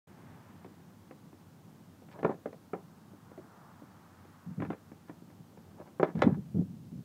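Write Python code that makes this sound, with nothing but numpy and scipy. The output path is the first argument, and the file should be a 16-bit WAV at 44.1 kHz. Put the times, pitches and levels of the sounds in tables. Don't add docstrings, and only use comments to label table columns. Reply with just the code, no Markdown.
import sys
import numpy as np
from scipy import signal
from scipy.fft import rfft, irfft
from scipy.io import wavfile
from scipy.ndimage import uniform_filter1d

SR = 44100
rng = np.random.default_rng(int(sys.argv[2]) if len(sys.argv) > 2 else 0)


def generate_wav(sig):
    pcm = np.round(np.clip(np.atleast_2d(sig).T, -1, 1) * 32767).astype(np.int16)
    wavfile.write(sys.argv[1], SR, pcm)


N = 310464
TIME_S = np.arange(N) / SR

# (time [s], hollow note [Hz], strength [dB], brightness [dB/octave], truck clank [dB])
KNOCKS_AND_SLAPS = [(0.645, 286, -0.5, 2, -3), (1.109, 290, -2.5, 1, 3.5), (1.328, 318, -8.5, 0.5, -2),
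                    (2.02, 716, -10.5, 1, -7), (2.086, 314, -9.5, 2, 4), (2.19, 730, 3, 0.5, -3),
                    (2.229, 356, 10.5, 0.3, 1), (2.2461, 415, 20.5, -1.4, 5), (2.262, 385, 4.5, 0, -3),
                    (2.294, 368, 9, -5, 6.5), (2.341, 525, -2, -1, -1), (2.457, 493, 10.5, -1.3, -1.5),
                    (2.528, 500, 0, 3, -7), (2.733, 412, 11.5, -2, 5.5), (2.786, 407, -11, -4, -3),
                    (3.134, 298, -12, -3.5, 0), (3.315, 495, -7, -.5, -2), (3.376, 513, 0.5, -1, -5),
                    (3.817, 285, -12, -5.5, -2), (4.249, 510, -10, -0.5, 0), (4.601, 318, 2, 0.7, 8.5),
                    (4.62, 312, 8.5, 0.5, 5.5), (4.649, 408, -1.5, 0, 12), (4.702, 334, 10.5, 0, 0.5),
                    (4.729, 480, 1.5, 0, 7.5), (4.916, 279, -6, -.5, 3.5), (5.095, 293, -1, -1.5, 8),
                    (5.219, 286, -14, -6, -8), (5.3, 300, -14.5, 3.5, 3), (5.573, 440, -8, 1, -1),
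                    (5.798, 550, 0.5, -0.5, -7), (5.874, 810, -6, 0.5, -4), (5.997, 375, 15, -3, 5.5),
                    (6.029, 405, 25, -.1, 0), (6.087, 324, -0.5, -3, 0), (6.153, 426, 3, 2, -6.5),
                    (6.19, 715, 4.5, 4.5, -9), (6.219, 540, 25.5, 4.5, -1.5), (6.2327, 534, 11, 3.5, -4),
                    (6.274, 362, 14, -4.5, -2)]
BANDS_HZ = [190, 400, 750, 1350, 2300, 4200]
RUBBER_SOLE_DB = [-3, -1, -8.5, -19.5, -25.5, -44.5]
WOOD_ON_STONE_DB = [-5.5, 1.1, -6.5, -14.5, -26.5, -44.5]
# (frequency [Hz], level [dB], T60 [s])
BOARD_MODES = [(158, -4.5, 0.091), (181.7, -4, 0.13), (217, -5, 0.068), (285, 1.5, 0.045), (335, -8, 0.17),
               (417, -11, 0.062), (538, -7, 0.092), (632, -1, 0.046), (781.6, -0.5, 0.076),
               (1003, 0, 0.057), (1125, 1.5, 0.039), (1336, -0.5, 0.04), (1743, 5, 0.048),
               (2124, -2, 0.045), (2305, 3, 0.034), (2578, 2, 0.04), (3120, -16, .06), (3460, -2, 0.073),
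               (3706, -6, 0.051), (4050, 5, 0.064), (4940, -5, 0.057), (5430, 7.5, .045)]
# (frequency [Hz], gain [dB])
DECK_RADIATION = [(30, -16.5), (85, -28), (135, -7.5), (190, -2.5), (4200, 2), (7500, -9.5), (16000, -38.5)]
# (start [s], length [s], level [dB], low-pass [Hz])
SCRAPE_EVENTS = [(2.105, 0.039, -62, 2800), (2.126, 0.1, -54.5, 1000), (2.262, 0.08, -46.5, 865),
                 (4.589, 0.094, -60, 1990), (4.702, 0.03, -56, 1290), (5.071, 0.039, -62, 1490),
                 (5.768, 0.072, -57.5, 880), (5.852, 0.042, -64, 1200), (6.056, 0.069, -57.5, 1300),
                 (6.149, 0.096, -57.5, 1710), (6.272, 0.1, -57, 1290)]
# (start [s], hold [s], level [dB])
GUST_EVENTS = [(4.459, 0.062, -39), (4.568, 0.067, -34), (4.664, .04, -38.5), (6.142, 0.05, -31.5),
               (6.231, .06, -27), (6.301, 0.094, -35.5), (6.42, 0.45, -47), (6.54, .075, -28),
               (6.911, 0.088, -40.5)]
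# (time [s], peak [dB], pitch [Hz])
EDDY_POPS = [(5.407, -42.5, 140), (6.272, -11.5, 224), (6.328, -21.5, 183), (6.387, -27.5, 181.3),
             (6.596, -21.5, 234), (6.71, -35, 190), (6.742, -36, 210)]
# (frequency [Hz], density [dB])
WIND_SPECTRUM = [(25, -26), (50, -30), (80, -11.5), (120, -4), (170, 2.5), (250, -5.5), (350, -14.5),
                 (500, -23.5), (800, -41.5), (1500, -60), (4000, -77.5)]
# (time nearest [s], +/- time to fall 3 dB [s], level [dB], brightness [dB/octave], tread [dB])
CAR_PASSES = [(.33, 0.26, -61, 2, -2), (1.9, -1.15, -71, -2, 0.5), (3.58, 0.2, -63, -2.5, 5),
              (4.25, .42, -65, 2.5, 1.5), (5.8, 0.2, -67, -4.5, -2.5)]
# (frequency [Hz], density [dB])
TYRE_SPECTRUM = [(150, -26), (350, 0.5), (550, -1.5), (850, 4), (1150, 1), (1550, -2.5), (2000, -9),
                 (2800, -20.5), (5000, -37.5), (12000, -60)]
# (frequency [Hz], density [dB])
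RUMBLE_SPECTRUM = [(25, -36.5), (48, -20), (70, -24), (92, 3), (125, -3.5), (165, 2.5), (205, 0),
                   (300, -6.5), (440, -15), (750, -20.5), (1500, -33), (3000, -35.5), (9000, -89)]
# (time [s], level [dB])
RUMBLE_LEVELS = [(0, -53), (1, -56.5), (2, -56), (3.8, -58.5), (5, -57), (7.04, -56)]
# (frequency [Hz], density [dB])
HISS_SPECTRUM = [(100, -14.5), (1500, -7), (3200, 0), (6300, -1.5), (11000, -5.5), (15000, -3.5),
                 (17000, -14)]


def knock(note_hz, bands_db, push_s=0.001375, grit_s=0.0025,
          note_t60_s=0.045, rattle_t60_s=0.2, fizz_t60_s=0.089):
    t = np.arange(SR // 4) / SR
    grit, rattle, fizz = rng.standard_normal((3, len(t)))
    grit *= amp(-7) * t / grit_s * np.exp(1 - t / grit_s)
    rattle = band(rattle, 2400, "low", order=3) * amp(-21 - 60 * t / rattle_t60_s)
    fizz *= amp(-21 - 60 * t / fizz_t60_s)
    push = 4 * (t == 0)
    note = amp(-21 - 60 * t / note_t60_s) * np.cos(2 * np.pi * note_hz * t)
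    blow = grit + rattle + fizz
    add(blow, push_s, push + note + amp(-26) * board_ring(t))
    blow = colour(blow, DECK_RADIATION)
    for _ in range(2):
        blow = colour(blow, list(zip(BANDS_HZ, bands_db - attack_db(blow))))
    return blow


def contact_db(note_hz, strength_db, brightness_db, clank_db, sole_db=2.5, wood_db=14):
    hz = np.array(BANDS_HZ)
    hardness = np.clip((strength_db - sole_db) / (wood_db - sole_db), 0, 1)
    material_db = (1 - hardness) * np.array(RUBBER_SOLE_DB) + hardness * np.array(WOOD_ON_STONE_DB)
    tilt_db = brightness_db * np.log2(hz / 750)
    trucks_db = clank_db * hump(hz, centre_hz=1770, octaves=0.75)
    thump_db = -7.5 * np.log2(note_hz / 375) * hump(hz, centre_hz=190, octaves=0.72)
    return strength_db + material_db + tilt_db + trucks_db + thump_db


def attack_db(blow, head_s=0.014, ring_share=0.2, size=4096):
    head = np.pad(blow, (SR // 1000, 0))[:round(head_s * SR)]
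    ring = blow[len(head):][:size]
    head_power = abs(rfft(head * signal.windows.tukey(len(head), 0.15), size)) ** 2
    ring_power = abs(rfft(ring * signal.windows.tukey(size, 0.1))) ** 2
    hz = np.fft.rfftfreq(size, 1 / SR)
    weight = np.exp(-(4 * np.log((hz + 1) / np.c_[BANDS_HZ])) ** 2)
    return 10 * np.log10(weight @ (head_power + ring_share * ring_power) / weight.sum(1))


def board_ring(t, spot_db=2.0):
    ring = np.zeros(len(t))
    for hz, db, t60_s in BOARD_MODES:
        sign = rng.choice([-1, 1])
        envelope = amp(db + spot_db * rng.standard_normal() - 60 * t / t60_s)
        ring += sign * envelope * np.sin(2 * np.pi * hz * t)
    return ring


def scrapes(grains_per_s=1800, grain_db=3, ring_db=-2):
    rubs = np.zeros(N)
    for start_s, length_s, db, cutoff_hz in SCRAPE_EVENTS:
        n = round(length_s * SR)
        grit = rng.standard_normal(n) * amp(grain_db * np.minimum(rng.exponential(1, n), 4))
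        grit *= rng.random(n) < grains_per_s / SR
        rub = band(band(grit, cutoff_hz, "low", order=3), 300, "high")
        add(rubs, start_s, amp(db) * unit(rub) * signal.windows.tukey(n, 0.6))
    ring = signal.fftconvolve(rubs, board_ring(np.arange(SR // 4) / SR))[:N]
    return rubs + amp(ring_db) * rubs.std() * unit(ring)


def wall_echo(direct, wall_s=0.0135, wall_db=-11, tail_db=-19, low_t60_s=0.23, high_t60_s=0.22):
    t = np.arange(SR // 2) / SR
    wall = rng.standard_normal(len(t)) * (t > wall_s) * np.exp(-abs(t - wall_s) / 0.0015)
    scatter = rng.standard_normal(len(t)) * np.clip(t / wall_s - 1, 0, 1)
    tail = band(scatter, 900, "low") * amp(-60 * t / low_t60_s)
    tail += band(scatter, 1200, "high") * amp(-60 * t / high_t60_s)
    echo = amp(wall_db) * wall / np.linalg.norm(wall) + amp(tail_db) * tail / np.linalg.norm(tail)
    return direct + signal.fftconvolve(direct, echo)[:N]


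def wind(soft_hz=260, strong_db=-30, pop_cycles=0.9):
    level = np.sqrt(sum(gust(*row) ** 2 for row in GUST_EVENTS))
    flow = noise(WIND_SPECTRUM)
    flow /= np.sqrt(uniform_filter1d(flow ** 2, SR // 50))
    soft_flow = signal.sosfiltfilt(signal.butter(2, soft_hz, fs=SR, output="sos"), flow)
    force = np.clip(level / amp(strong_db), 0, 1)
    pressure = level * (force * flow + (1 - force) * soft_flow)
    t = np.arange(-SR // 50, SR // 50) / SR
    for time_s, db, hz in EDDY_POPS:
        pop = np.cos(2 * np.pi * hz * t) * np.exp(-(hz * t / pop_cycles) ** 2)
        add(pressure, time_s + t[0], amp(db) * pop)
    return pressure


def gust(start_s, hold_s, db, rise_s=0.011, fall_db_per_s=372):
    t = TIME_S - start_s
    return np.clip(t / rise_s, 0, 1) * amp(db - fall_db_per_s * np.maximum(t - hold_s, 0))


def traffic(road_db=-78):
    hz, t, roar = signal.stft(noise(TYRE_SPECTRUM), SR, nperseg=1024)
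    octaves = np.clip(np.log2((hz[:, None] + 1) / 1000), -2, 2)
    tread = hump(hz[:, None], centre_hz=1230, octaves=0.55)
    power = amp(road_db) ** 2
    for nearest_s, passing_s, db, db_per_octave, tread_db in CAR_PASSES:
        distance = np.hypot(1, (t - nearest_s) / passing_s)
        power = power + (amp(db + db_per_octave * octaves + tread_db * tread) / distance) ** 2
    return signal.istft(roar * np.sqrt(power), SR, nperseg=1024)[1][:N]


def background(waver_db=0.7, waver_hz=5, hiss_db=-72):
    drift = unit(band(rng.standard_normal(N + SR), waver_hz, "low")[SR:])
    rumble_db = np.interp(TIME_S, *np.transpose(RUMBLE_LEVELS)) + waver_db * drift
    return amp(rumble_db) * noise(RUMBLE_SPECTRUM) + amp(hiss_db) * noise(HISS_SPECTRUM)


def amp(db):
    return 10 ** (np.asarray(db) / 20)


def unit(x):
    return x / np.sqrt(np.mean(x ** 2) + 1e-20)


def add(mix, start_s, sound):
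    part = mix[round(start_s * SR):][:len(sound)]
    part += sound[:len(part)]


def band(x, hz, kind, order=2):
    return signal.sosfilt(signal.butter(order, hz, kind, fs=SR, output="sos"), x)


def hump(hz, centre_hz, octaves):
    return np.exp(-(np.log2((hz + 1) / centre_hz) / octaves) ** 2)


def gain_at(spectrum, hz):
    points_hz, db = np.transpose(spectrum)
    return amp(np.interp(np.log(hz + 1), np.log(points_hz), db))


def noise(spectrum):
    gain = gain_at(spectrum, np.fft.rfftfreq(N, 1 / SR))
    return unit(irfft(rfft(rng.standard_normal(N)) * gain, N))


def colour(x, spectrum, size=2048):
    log_gain = np.log(gain_at(spectrum, abs(np.fft.fftfreq(size, 1 / SR))))
    taps = np.fft.ifft(np.exp(np.conj(signal.hilbert(log_gain)))).real
    return signal.fftconvolve(x, taps)[:len(x)]


def scene(low_cut_hz=70, wind_cut_hz=85):
    board = scrapes()
    for time_s, note_hz, *touch in KNOCKS_AND_SLAPS:
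        add(board, time_s, knock(note_hz, contact_db(note_hz, *touch)))
    gusts = band(wind(), wind_cut_hz, "high", order=3)
    skater = band(wall_echo(board), low_cut_hz, "high")
    return (skater + gusts + traffic() + background())[None]


def record(dry, start_s=0.07, fade_s=0.005, cutoff_hz=15800):
    fade = np.clip((TIME_S - start_s) / fade_s, 0, 1)
    taps = signal.firwin(1023, cutoff_hz, window=("kaiser", 9), fs=SR)
    return signal.oaconvolve(dry * fade, taps[None], "same")


dry = scene()
out = record(dry)
generate_wav(out)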